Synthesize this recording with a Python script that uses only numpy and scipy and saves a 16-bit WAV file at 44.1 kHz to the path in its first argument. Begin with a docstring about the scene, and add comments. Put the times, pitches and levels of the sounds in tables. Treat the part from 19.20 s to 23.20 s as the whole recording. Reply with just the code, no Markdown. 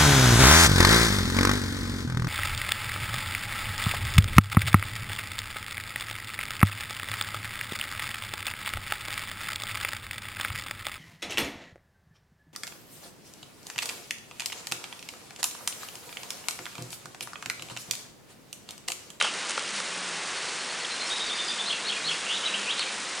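"""A forest, filled by a steady hiss of wind or distant water over a faint low drone and hum.
A small songbird whistles one phrase: a falling trill, three arched slurs and a flourish,
scattered by the trunks. A hand-held camera creaks and ticks, mostly at the start, as fingers
rub and knock its case, and bumps softly. The sound is mono."""
import sys
import numpy as np
from scipy import signal
from scipy.fft import rfft, irfft
from scipy.io import wavfile

SR = 44100
rng = np.random.default_rng(int(sys.argv[2]) if len(sys.argv) > 2 else 0)


def persist_wave(psi):
    """Save psi, clipped to +-1, as 16-bit WAV."""
    counts = np.round(np.clip(psi, -1, 1) * 32767).astype(np.int16)
    wavfile.write(sys.argv[1], SR, np.atleast_2d(counts).T)


N = 176400
T = np.arange(N) / SR


def undb(db):
    """Decibels to gain."""
    return 10 ** (np.asarray(db) / 20)


def shaped(x, gain):
    """x filtered by gain(Hz)."""
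    return irfft(rfft(x) * gain(np.arange(N // 2 + 1) * SR / N + 1e-3), N)


def noise(gain):
    """Noise of rms 1 with the spectrum gain(Hz)."""
    x = shaped(rng.standard_normal(N), gain)
    return x / x.std()


def colour(points):
    """Gain against frequency, through (Hz, dB) points."""
    hz, db = np.array(points, float).T
    return lambda f: undb(np.interp(np.log(f), np.log(hz), db))


def walk(rate_hz):
    """Random drift of rms 1, rolling off above rate_hz."""
    return noise(lambda f: 1 / (1 + (f / rate_hz) ** 4) * (f > SR / N))


def decay(t, t60_s):
    """Exponential fade from t = 0."""
    return (t >= 0) * np.exp(-np.log(1000) * np.clip(t / t60_s, 0, 10))


def arch(start_s, length_s):
    """Half-sine envelope."""
    return np.sin(np.pi * np.clip((T - start_s) / length_s, 0, 1))


def whistle(curve, bend, edge_s=0.0019):
    """Sine note along (s, Hz, dB) points; bend scales its pitch."""
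    s, hz, db = np.array(curve, float).T
    on = (T > s[0]) & (T < s[-1])
    t, out = T[on], np.zeros(N)
    fade = np.clip(np.minimum(t - s[0], s[-1] - t) / edge_s, 0, 1)
    phase = 2 * np.pi * np.cumsum(np.interp(t, s, hz) * bend[on]) / SR
    out[on] = fade * undb(np.interp(t, s, db)) * np.sin(phase)
    return out


def hiss():
    """Wind or distant water: octave bands swell together and flicker separately."""
    # Hiss spectrum. Each row: frequency in Hz, relative density in dB.
    density = [(18, -68), (30, -33), (129, -25.5), (168, -7), (205, -7.5), (302, -6.5), (367, -3.5),
               (404, -3.5), (515, -4.5), (673, -4), (1150, -1), (1470, -0.5), (2110, -0.5), (3350, -2.5),
               (4380, -4), (4710, -4.5), (5860, -6), (9300, -9.5), (10000, -13), (13000, -101),
               (22000, -120)]
    level_db, flicker_db, flutter_db = -33.5, 0.5, 1.74
    spectrum = rfft(noise(colour(density)))
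    hz = np.arange(len(spectrum)) * SR / N
    octave = np.clip(np.log2(np.maximum(hz, 1) / 250), 0, 5)
    swell_db = 0.36 * walk(rate_hz=1.4)
    bands = []
    for k in range(6):
        band = irfft(spectrum * np.maximum(1 - abs(octave - k), 0), N)
        bands.append(band * undb(swell_db + flicker_db * walk(rate_hz=32)))
    bands[-1] *= undb(flutter_db * walk(rate_hz=180))
    return undb(level_db) * sum(bands)


def drone():
    """Faint low drone: noise in narrow resonances."""
    # Resonances. Each row: centre in Hz, half-width in Hz, level in dB.
    peaks = [(206.7, 6.3, -68.5), (131.2, 14, -66.5), (306, 24, -63.5), (500, 44, -55), (910, 76, -60.5)]
    return sum(undb(db) * noise(lambda f: 1 / (1 + ((f - hz) / width_hz) ** 2))
               for hz, width_hz, db in peaks)


def hums():
    """A low hum swells and fades, on a steady pitch each time."""
    # Hum swells. Each row: start in seconds, length in seconds, pitch in Hz, level in dB.
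    swells = [(0.444, 0.22, 201, -48.5), (0.664, 0.24, 181.4, -48), (.88, 0.14, 169, -49),
              (1.586, 0.2, 208, -55), (2.31, 0.24, 200.4, -51), (2.56, 0.25, 205, -50.5),
              (2.8, 0.2, 163.3, -49.5), (3.083, 0.18, 201, -50.5), (3.28, 0.22, 200, -46.5),
              (3.56, 0.34, 204, -52.5)]
    return sum(undb(db) * arch(s, length_s) * np.sin(2 * np.pi * hz * T)
               for s, length_s, hz, db in swells)


def bumps(width_s=0.0041):
    """Each soft bump of the hand pushes the microphone there and back once."""
    # Bumps. Each row: centre in seconds, level in dB.
    pushes = [(1.925, -54), (2.043, -54), (2.08, -59)]
    return sum(undb(db) * 2 * (T - s) / width_s * np.exp(-((T - s) / width_s) ** 2) for s, db in pushes)


def handling():
    """Clicks and rubs ring the camera's case; soft contacts knock dully, hard ones add a bright snap."""
    # Contacts. 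Each row: start in seconds, relative level in dB, snap offset in dB, knock cutoff in Hz.
    clicks = [(.0115, -6, -7, 3000), (.014, -15, -12, 3000), (.0252, -6, 0, 1500), (.0445, -17, -4, 4000),
              (.049, -10, -9, 1300), (.063, -23, 0, 3000), (.139, -24, 2, 3000), (.296, -18, 7, 1300),
              (.3075, -23, 12, 1200), (.309, -26, 12, 1500), (.317, -23, 5, 4000), (.377, -4.5, -11, 1100),
              (.3945, -23, 8, 1500), (.6015, -12, -3, 1200), (3.594, -18, 7, 6000)]
    # Finger rubs. Each row: start in seconds, length in seconds, level in dB, brightness in dB.
    rubs = [(-.03, 0.12, -32, -2), (0.04, 0.05, -37, -6), (0.265, 0.069, -56, 11), (0.515, 0.11, -48, 14),
            (1.856, .07, -44, 7), (2.88, 0.078, -36, -1)]
    # Case modes. Each row: frequency in Hz, relative level in dB, T60 in seconds.
    modes = [(538, -13.5, 0.031), (837, -11, 0.025), (1120, -0.5, 0.011), (1245, -0.5, 0.014),
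             (1417, -3.5, 0.025), (1730, -2.5, 0.007), (2177, -2, 0.015), (2670, 0.5, 0.014),
             (3100, 2.5, 0.015), (3660, -14, 0.012)]
    # Snap spectrum. Each row: frequency in Hz, gain in dB.
    snap_eq = [(500, -10), (2500, 2), (5300, 4.5), (7500, 0), (10000, -1)]
    knock_db, snap_db, grit_db, low_cut_hz = 11.5, 4.5, -15, 346
    knock_noise, snap_noise = rng.standard_normal((2, N))
    force, snap = np.zeros(N), np.zeros(N)
    for s, db, bright_db, cutoff_hz in clicks:
        tick = signal.unit_impulse(N, int(s * SR))
        knock_grit = undb(grit_db) * decay(T - s, t60_s=0.003) * knock_noise
        snap_grit = undb(grit_db) * decay(T - s, t60_s=0.006) * snap_noise
        contact = signal.butter(2, cutoff_hz, fs=SR, output="sos")
        force += undb(db + knock_db) * signal.sosfilt(contact, tick + knock_grit)
        snap += undb(db + snap_db + bright_db) * (tick + snap_grit)
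    for s, length_s, db, bright_db in rubs:
        pressure = undb(db) * arch(s, length_s)
        force += pressure * knock_noise
        snap += undb(bright_db) * pressure * snap_noise
    ring = sum((-1) ** k * undb(db) * np.cos(2 * np.pi * hz * T) * decay(T, t60_s)
               for k, (hz, db, t60_s) in enumerate(modes))
    case = signal.fftconvolve(force, ring / np.linalg.norm(ring))[:N]
    low_cut = signal.butter(2, low_cut_hz, "high", fs=SR, output="sos")
    return signal.sosfilt(low_cut, case + shaped(snap, colour(snap_eq)))


def squeaks():
    """Close, dry and rough: a finger's scrape that sinks in pitch, and one sharp chirp."""
    # One curve a squeak. Each point: time in seconds, pitch in Hz, level in dB.
    curves = [
        [(0, 3916, -27), (.022, 3610, -31), (.044, 3150, -26), (.066, 2900, -37), (.082, 2860, -30),
         (.115, 2850, -42)],
        [(1.646, 3550, -30), (1.65, 3350, -24.5), (1.654, 3150, -26)],
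    ]
    bend = 1 + 0.07 * walk(rate_hz=600)
    return sum(whistle(curve, bend) for curve in curves)


def forest(x):
    """Direct sound, a few trunk echoes, quick scatter and a longer faint tail."""
    # Echoes off the nearest trunks. Each row: delay in seconds, level in dB.
    trunks = [(.009, -7.5), (.017, -10), (.027, -20.5), (.039, -11.5)]
    response = np.zeros(N)
    for db, t60_s in ((-9.5, 0.23), (-5, 0.66)):  # scatter, tail
        tail = rng.standard_normal(N) * decay(T - 0.006, t60_s)
        response += undb(db) * tail / np.linalg.norm(tail)
    response[0] = 1
    for delay_s, db in trunks:
        response[int(delay_s * SR)] += undb(db)
    return signal.fftconvolve(x, response)[:N]


def bird(level_db=-2):
    """A songbird's wavering whistle: trill, slurs, thin chips, a flourish from buzz to rasp."""
    # Trill notes. Each row: turn time in seconds, pitch in Hz, relative level in dB.
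    trill = [(1.16, 4450, -43), (1.27, 4500, -38), (1.385, 4330, -40), (1.49, 4330, -37),
             (1.597, 4350, -36), (1.70, 4210, -34.5), (1.803, 4190, -31), (1.905, 3810, -27),
             (2.0, 3740, -27), (2.095, 3620, -28), (2.19, 3614, -28), (2.288, 3610, -28.5),
             (2.388, 3550, -28)]
    # A trill note dives, then rises. Each row: seconds from the turn, pitch ratio, gain in dB.
    trill_note = [(-.011, 1.33, -13), (-.005, 1.25, -4), (-.002, .95, -2), (.001, .82, -2), (.005, .985, 0),
                  (.015, 1, 1.5), (.034, 1.005, -3), (.046, 1, -14)]
    # Slurs. Each row: start in seconds, pitch ratio, relative level in dB.
    slurs = [(2.458, 1.004, -26), (2.651, 1.01, -27.5), (2.843, 1.01, -26)]
    # A slur arches, dips and falls away. Each row: seconds from its start, base pitch in Hz, gain in dB.
    slur_note = [(0, 3650, 0), (.013, 4130, -5), (.026, 4327, -1.5), (.035, 4306, 1.5), (.040, 3444, -0.5),
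                 (0.044, 2910, -1), (.055, 3350, 6), (.062, 3120, -21), (.070, 2863, 2), (0.081, 2460, -3)]
    # Flourish, one curve a syllable. Each point: time in seconds, pitch in Hz, relative level in dB.
    flourish = [
        [(3.058, 3145, -47), (3.066, 2790, -26), (3.078, 2480, -45), (3.092, 2890, -27), (3.112, 3100, -23.5),
         (3.135, 3350, -28.5), (3.155, 3620, -28), (3.18, 3690, -32)],
        [(3.236, 3270, -27), (3.247, 2980, -26), (3.255, 3876, -32), (3.263, 3895, -19.5), (3.27, 3880, -27),
         (3.275, 3030, -26), (3.289, 2400, -31)],
        [(3.329, 2290, -44), (3.341, 2720, -22), (3.349, 3190, -21.5), (3.355, 3380, -36)],
        [(3.458, 2680, -31), (3.477, 2450, -32), (3.495, 2920, -26), (3.508, 3290, -23), (3.514, 3820, -21.5),
         (3.522, 3950, -39)],
        [(3.574, 4345, -33), (3.586, 3850, -28), (3.594, 4300, -27), (3.608, 4100, -26), (3.619, 3270, -28),
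         (3.631, 2636, -30), (3.645, 2520, -42), (3.69, 2400, -34)],
    ]
    # Thin notes. Each row: start and length in seconds, first and last pitch in Hz, relative level in dB.
    chips = [(1.862, 0.017, 5300, 5540, -35), (1.959, 0.015, 5240, 5100, -37),
             (2.06, 0.017, 4580, 4590, -35), (2.15, 0.018, 4600, 5150, -36),
             (2.205, 0.018, 4900, 4570, -38), (2.257, 0.012, 5000, 4900, -37),
             (2.277, 0.016, 5130, 4630, -30), (2.31, 0.052, 4770, 4930, -41),
             (2.763, 0.012, 2430, 2450, -28.5)]
    buzz_hz, rasp_hz = 137.6, 270
    drift = walk(rate_hz=260)
    waver = 1 + 0.014 * drift
    song = np.zeros(N)
    for notes, shape, bend in ((trill, trill_note, 1 + 0.018 * drift), (slurs, slur_note, waver)):
        for s, pitch, db in notes:
            song += whistle(np.array(shape) * [1, pitch, 1] + [s, 0, db], bend)
    buzz_fm = 0.082 * np.sin(2 * np.pi * buzz_hz * T)
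    rasp_am = 1 + 0.5 * np.sin(2 * np.pi * rasp_hz * T)
    song += whistle(flourish[0], waver + buzz_fm)
    song += sum(whistle(curve, waver) for curve in flourish[1:-1])
    song += whistle(flourish[-1], 1 + 0.055 * drift) * rasp_am
    for s, length_s, first_hz, last_hz, db in chips:
        song += whistle([(s, first_hz, db), (s + length_s, last_hz, db)], waver)
    return undb(level_db) * song


def scene():
    """Everything at one microphone, the same in both channels."""
    mono = hiss() + drone() + hums() + forest(bird()) + handling() + squeaks() + bumps()
    return np.array([mono, mono])


def record(dry):
    """The camera cuts the top steeply."""
    cutoff_hz = 10150
    return signal.sosfilt(signal.ellip(10, 0.2, 80, cutoff_hz, fs=SR, output="sos"), dry)


dry = scene()
out = record(dry)
persist_wave(out)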